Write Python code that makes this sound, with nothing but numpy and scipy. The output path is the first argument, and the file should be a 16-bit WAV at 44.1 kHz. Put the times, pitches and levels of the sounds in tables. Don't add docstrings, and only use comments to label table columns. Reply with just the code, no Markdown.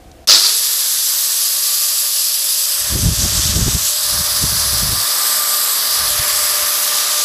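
import sys
import numpy as np
from scipy import signal
from scipy.fft import rfft, irfft
from scipy.io import wavfile
from scipy.ndimage import uniform_filter1d, map_coordinates

SR = 44100
rng = np.random.default_rng(int(sys.argv[2]) if len(sys.argv) > 2 else 0)


def persist_wave(psi):
    counts = np.round(np.clip(psi, -1, 1) * 32767).astype(np.int16)
    wavfile.write(sys.argv[1], SR, np.atleast_2d(counts).T)


N = 319284
T = np.arange(N) / SR
ON_S, MAINS_HZ = .273, 50
FREE_HZ, SLOTS, BARS = 596.8, 12, 24
HOLDER_HZ, HOLDER_WIDTH_HZ = 13550, 920

# (frequency [Hz], relative level [dB])
RUMBLE_SPECTRUM = [(18, -36), (30, -1), (65, 2.5), (211, -10), (337, -9), (404, -13), (538, -4.5),
                   (581, -26), (629, -7), (735, -3), (837, -19.5), (7240, -29.5), (15000, -35)]
# (frequency [Hz], level before the dip [dB])
FAR_HUM = [(339, -53.5), (452, -70), (754, -83)]
# (time [s], level [dB], decay time [s])
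SWITCH_TICKS = [(0.115, -38.5, 0.0037), (0.243, -42, 0.0011), (.273, -17, 0.0034)]
# (frequency [Hz], relative level [dB])
IMPACT_SPECTRUM = [(80, -30), (300, -24), (620, -10.5), (800, -15), (1230, -5.5), (1900, -12.5), (3100, -5),
                   (4400, 2.5), (5100, 2), (6200, -0.5), (7900, -12), (9200, -15), (12000, -29),
                   (15000, -30)]
# (time [s], offset [Hz])
SPEED_DRIFT = [(2.4, 0), (3.1, 2), (4.1, 1.5), (5, -2), (5.4, -.3), (6.8, -.5), (7.2, -1.5)]
# (frequency [Hz], bandwidth [Hz], relative level [dB])
HEAD_MODES = [(3600, 120, -2), (4070, 57, 3.5), (4490, 190, 3.5), (4760, 100, 7), (5100, 160, 6),
              (6440, 120, -16), (7670, 280, -17), (8850, 160, -6)]
# (start [s], end [s], relative level [dB])
CLASH_SURGES = [(.291, .318, -4), (.44, .465, -14.5)]
# (time [s], fan [dB], gear case [dB], vents [dB], brushes [dB])
RADIATION = [(.55, -34, -19.5, -19.5, -18), (1.1, -35.5, -22, -21.5, -19), (2.6, -37, -22, -22.5, -18.5),
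             (2.88, -31.5, -24, -23.5, -22.5), (3.13, -30.5, -21.5, -20, -22),
             (3.36, -28.5, -18.5, -16.5, -21), (3.68, -28, -21, -19, -23), (3.87, -31.5, -21, -17.5, -20),
             (4.0, -33, -23, -22, -21.5), (4.13, -29.5, -22, -21.5, -20), (4.85, -27.5, -20.5, -21.5, -19),
             (5.25, -26.5, -23.5, -23, -20.5), (5.75, -27.5, -22.5, -23, -19), (5.9, -27, -20.5, -24, -19),
             (6.3, -26, -21.5, -23, -19), (6.8, -27.5, -22, -24.5, -19), (7.0, -26, -19.7, -21, -20),
             (7.24, -28.5, -20.5, -20, -20.5)]
# (frequency [Hz], relative level [dB])
FAN_SPECTRUM = [(120, -28), (200, -23), (345, -20), (489, -14), (555, -15.5), (588, -10.5), (914, -11.5),
                (1090, -4), (1170, -4.5), (1470, -6.5), (1730, -4.5), (2720, -13), (3200, -13.5),
                (4160, -15), (7040, -120)]
GEAR_SPECTRUM = [(1410, -71), (2400, -14), (3000, -8), (3510, -4.5), (4250, -3.5), (4880, -0.5),
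                 (6000, -5.5), (7800, -32), (13200, -120)]
VENT_SPECTRUM = [(3410, -30), (5800, 0), (7110, -1), (8040, 3.5), (8780, -7), (9300, -11.5), (12100, -41),
                 (20500, -120)]
BRUSH_SPECTRUM = [(6000, -10), (9000, -8), (9600, -4), (10300, 0.5), (11500, 1.5), (12000, 1.5),
                  (12500, -2.5), (13000, -12), (13600, -8), (14300, -19), (15300, -12.5), (16000, -25)]
# (start [s], end [s], relative level [dB])
HOLDER_SQUEALS = [(3.82, 3.88, -29), (5.87, 5.94, -30), (6.7, 6.77, -28)]
# (time [s], hands [ms], table [ms])
ECHO_DELAYS = [(1.05, 0.54, 0.46), (1.45, 0.45, 1.53), (2.05, .41, 1.54), (2.65, 0.38, .6),
               (3.2, 0.32, .68), (3.8, .32, 0.75), (4.05, 0.21, .6), (4.6, .2, 1.23), (5.7, 0.25, 0.78),
               (6.05, 0.2, 1.2), (6.25, .41, 0.96), (6.85, .31, .75)]
# (time [s], first order [dB], second order [dB], commutator [dB])
TONE_LEVELS = [(.38, -41, -41, -19), (.52, -52, -66, -22), (.85, -53.5, -55, -37), (1.4, -52.5, -46.5, -34),
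               (2.0, -50, -44.5, -44), (2.5, -51, -60, -46), (3.1, -40, -55, -36), (3.8, -44.5, -58, -43),
               (4.15, -41.5, -39, -37), (4.8, -42, -39, -33), (5.1, -51, -35.5, -41),
               (5.45, -40.5, -32.5, -42), (5.8, -48, -37.5, -44), (6.2, -37.5, -36, -41),
               (6.65, -36.5, -35, -41), (6.82, -38, -37, -28), (7.0, -38, -32, -42)]
# (time [s], centre frequency [Hz], level [dB])
PEAK_PATH = [(.3, 11100, -30), (.65, 11250, -27), (1.3, 11200, -31), (2.1, 10550, -29), (2.6, 10400, -40),
             (3.0, 10050, -27.5), (3.6, 10000, -40), (4.7, 10400, -30), (5.5, 10400, -36),
             (6.75, 10500, -31), (7.2, 10200, -37)]
# (frequency [Hz], bandwidth per stage [Hz], relative level [dB])
HOLLOW_MODES = [(8180, 590, -3), (12000, 470, 0)]
# (start [s], end [s], level [dB])
HOLLOW_FACING = [(2.72, 2.8, -25), (3.68, 3.9, -35), (5.16, 5.72, -24), (6.42, 6.54, -27)]
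# (start [s], end [s], level [dB])
GUSTS = [(2.95, 3.75, -22.5), (4.12, 4.22, -32), (4.44, 4.94, -27.5), (5.99, 6.22, -39), (6.3, 6.63, -46.5)]
# (time [s], level [dB])
AIR_BUFFETS = [(2.959, -15), (3.04, -12), (3.067, -8), (3.09, -9.5), (3.125, -14.5), (3.19, -19),
               (3.25, -13.5), (3.395, -17), (3.502, -17), (3.543, -21), (3.577, -10), (3.625, -10.5),
               (3.679, -8), (3.756, -12), (4.205, -23), (4.442, -17.5), (4.525, -22.5), (4.733, -18.5),
               (4.83, -25.5), (4.93, -21), (6.203, -25)]
# (frequency [Hz], relative level [dB])
EDDY_SPECTRUM = [(12, -43), (20, -27), (54, 3), (97, 0), (201, -9.5), (248, -15.5), (558, -26), (604, -48),
                 (634, -25.5), (900, -36), (1170, -35), (1980, -120)]


def undb(db):
    return 10 ** (np.asarray(db) / 20)


def unit(x):
    return x / np.sqrt(np.mean(x ** 2))


def curves(table):
    times, *columns = np.transpose(table)
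    return [np.interp(T, times, column) for column in columns]


def spells(table, attack_s, release_s):
    gains = [undb(db) * np.exp(-np.maximum(start - T, 0) / attack_s - np.maximum(T - end, 0) / release_s)
             for start, end, db in table]
    return np.sqrt(np.sum(np.square(gains), axis=0))


def colour(x, spectrum):
    hz, db = np.transpose(spectrum)
    log_hz = np.log(np.maximum(np.fft.rfftfreq(N, 1 / SR), 1))
    gain = undb(np.interp(log_hz, np.log(hz), db, left=-120, right=-120))
    return unit(irfft(rfft(x) * gain, N))


def ring(x, hz, width):
    return signal.lfilter(*signal.iirpeak(hz, hz / width, fs=SR), x)


def lowpass(hz):
    return signal.butter(2, hz, fs=SR, output="sos")


def walk(rate):
    hold = int(SR / rate)
    steps = np.repeat(rng.standard_normal(N // hold + 1), hold)
    return unit(uniform_filter1d(uniform_filter1d(steps, hold), hold)[:N])


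def contacts(rate, spread_db):
    burst = np.cumsum(rng.random(N) < rate / SR)
    return unit(rng.standard_normal(N) * undb(spread_db * rng.standard_normal(N))[burst])


def outdoors():
    hum = sum(undb(db + 1.4 * walk(17)) * np.sqrt(2) * np.sin(2 * np.pi * hz * T + .8 * walk(17))
              for hz, db in FAR_HUM)
    rumble = colour(rng.standard_normal(N), RUMBLE_SPECTRUM) * undb(-41.5)
    dip_db = np.interp(T, [.248, .262, .6], [0, -13, -19])
    return (rumble + hum) * undb(dip_db)


def switch():
    ticks = sum(undb(db) * np.exp(-np.abs(T - s) / decay) * (T > s) for s, db, decay in SWITCH_TICKS)
    return colour(rng.standard_normal(N), IMPACT_SPECTRUM) * ticks


def armature_hz():
    since_on = np.maximum(T - ON_S, 0)
    shortfall_hz = 156.4 * np.exp(-since_on / .1536) + 229.7 * np.exp(-since_on / .4683)
    return FREE_HZ - shortfall_hz + curves(SPEED_DRIFT)[0]


def gear_head(x, modes_db):
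    return unit(x + undb(modes_db) * sum(undb(db) * ring(x, hz, width) for hz, width, db in HEAD_MODES))


def gear_clash(turns, current):
    rattle = gear_head(colour(contacts(rate=2500, spread_db=1), IMPACT_SPECTRUM), modes_db=-3.5)
    whine = undb(-10.5 + 1.9 * walk(55)) * np.sin(2 * np.pi * SLOTS * turns + walk(158))
    whine *= np.interp(T, [.295, .335], [.2, 1])
    throb = np.interp(T, [.33, .39], [.42, .14])
    surges = spells(CLASH_SURGES, attack_s=.009, release_s=.075)
    return (rattle + whine) * (1 + throb * current) * surges


def bars_match(speed, hz, width_hz):
    return np.exp(-((BARS * FREE_HZ * speed - hz) / width_hz) ** 2)


def holder_boost_db(speed):
    return 3.5 * bars_match(speed, HOLDER_HZ, width_hz=500)


def running_hiss(speed, current):
    fan_db, gear_db, vent_db, brush_db = curves(RADIATION)
    sing_db = brush_db - 12.5 + holder_boost_db(speed) + walk(10)
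    fan = colour(rng.standard_normal(N), FAN_SPECTRUM) * undb(fan_db + .5 * walk(25.05))
    gears = gear_head(colour(contacts(rate=1900, spread_db=-.8), GEAR_SPECTRUM), modes_db=-11)
    gears *= undb(gear_db + .08)
    vents = gear_head(colour(contacts(rate=1500, spread_db=1), VENT_SPECTRUM), modes_db=-15)
    vents *= undb(vent_db + .71 * walk(12))
    brushes = colour(contacts(rate=1900, spread_db=.4), BRUSH_SPECTRUM) * undb(brush_db - .5)
    holders = ring(ring(rng.standard_normal(N), HOLDER_HZ, HOLDER_WIDTH_HZ), HOLDER_HZ, HOLDER_WIDTH_HZ)
    holders = unit(holders) * np.hypot(undb(sing_db), spells(HOLDER_SQUEALS, .04, .04))
    chatter = undb(.66 * walk(70) + .33 * walk(600)) * (1 + .012 * current)
    return (fan + (gears + vents + brushes + holders) * chatter) * speed ** .64


def reflections(x):
    hands_ms, table_ms = curves(ECHO_DELAYS)
    delayed = lambda ms: map_coordinates(x, [np.arange(N) - ms * SR / 1000], order=3)
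    hands_db = np.interp(T, [1.05, 4.05], [0, 0]) + np.interp(hands_ms, [.2, .45], [-13, -21])
    return x + undb(hands_db) * delayed(hands_ms) + undb(-26) * delayed(table_ms)


def shaft_tones(turns, speed):
    first_db, second_db, bars_db = curves(TONE_LEVELS)
    angle = 2 * np.pi * turns + .035 * walk(25)
    angle += np.minimum(.2 * (1 - speed), .04) * walk(1200)
    order = lambda n: np.sqrt(2) * np.sin(n * angle)
    hum = undb(first_db + 1.06 * walk(23)) * order(1) + undb(second_db + 2.6 * walk(45)) * order(2)
    bars = undb(bars_db + holder_boost_db(speed) + 1.5 * walk(17))
    bars *= np.minimum(speed / .85, 1) ** 4
    flare = undb(-20.5) * bars_match(speed, hz=7440, width_hz=650)
    slots = undb(-45 + 4 * walk(13))
    return hum + slots * order(SLOTS) + (bars + flare) * order(BARS)


def hiss_peak():
    hz, db = curves(PEAK_PATH)
    narrow = signal.sosfilt(lowpass(150), rng.standard_normal((2, N)))
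    angle = 2 * np.pi * np.cumsum(hz) / SR
    return unit(narrow[0] * np.cos(angle) + narrow[1] * np.sin(angle)) * undb(db)


def hollow_ring():
    facing = np.hypot(spells(HOLLOW_FACING, .063, .063), undb(-46))
    air = rng.standard_normal(N)
    modes = sum(undb(db) * ring(ring(air, hz, width), hz, width) for hz, width, db in HOLLOW_MODES)
    return unit(modes) * facing


def air_on_microphone():
    flow = spells(GUSTS, attack_s=.06, release_s=.052) * undb(3.3 * walk(35))
    buffets = sum(undb(db) * np.exp(-.5 * ((T - s) / .01) ** 2) for s, db in AIR_BUFFETS)
    wind = np.hypot(flow, buffets)
    eddies = colour(rng.standard_normal(N), EDDY_SPECTRUM)
    eddies /= np.sqrt(uniform_filter1d(eddies ** 2, size=1500))
    large = signal.sosfiltfilt(lowpass(108), eddies)
    small = (eddies - large) * np.minimum(wind / undb(-17.5), 1) ** .27
    return (large + small) * wind


def duck(x):
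    threshold_db, slope, smoothing_s = -29.5, .21, .028
    bass = signal.sosfilt(lowpass(120), x[0])
    pole = np.exp(-1 / (smoothing_s * SR))
    power = signal.lfilter([1 - pole], [1, -pole], bass ** 2)
    return x * (1 + power / undb(threshold_db) ** 2) ** (-slope / 2)


def scene():
    hz = armature_hz()
    turns, speed = np.cumsum(hz) / SR, hz / FREE_HZ
    current = -np.cos(2 * np.pi * 2 * MAINS_HZ * (T - ON_S))
    on = T > ON_S
    machinery = reflections((gear_clash(turns, current) + running_hiss(speed, current)) * on)
    tones = (hollow_ring() + hiss_peak() + shaft_tones(turns, speed)) * on
    return np.tile(machinery + tones + switch() + air_on_microphone() + outdoors(), (2, 1))


def record(dry):
    clipped = np.clip(duck(dry), -.93, .93)
    return signal.sosfilt(signal.ellip(12, .1, 100, 15450, fs=SR, output="sos"), clipped)


dry = scene()
out = record(dry)
persist_wave(out)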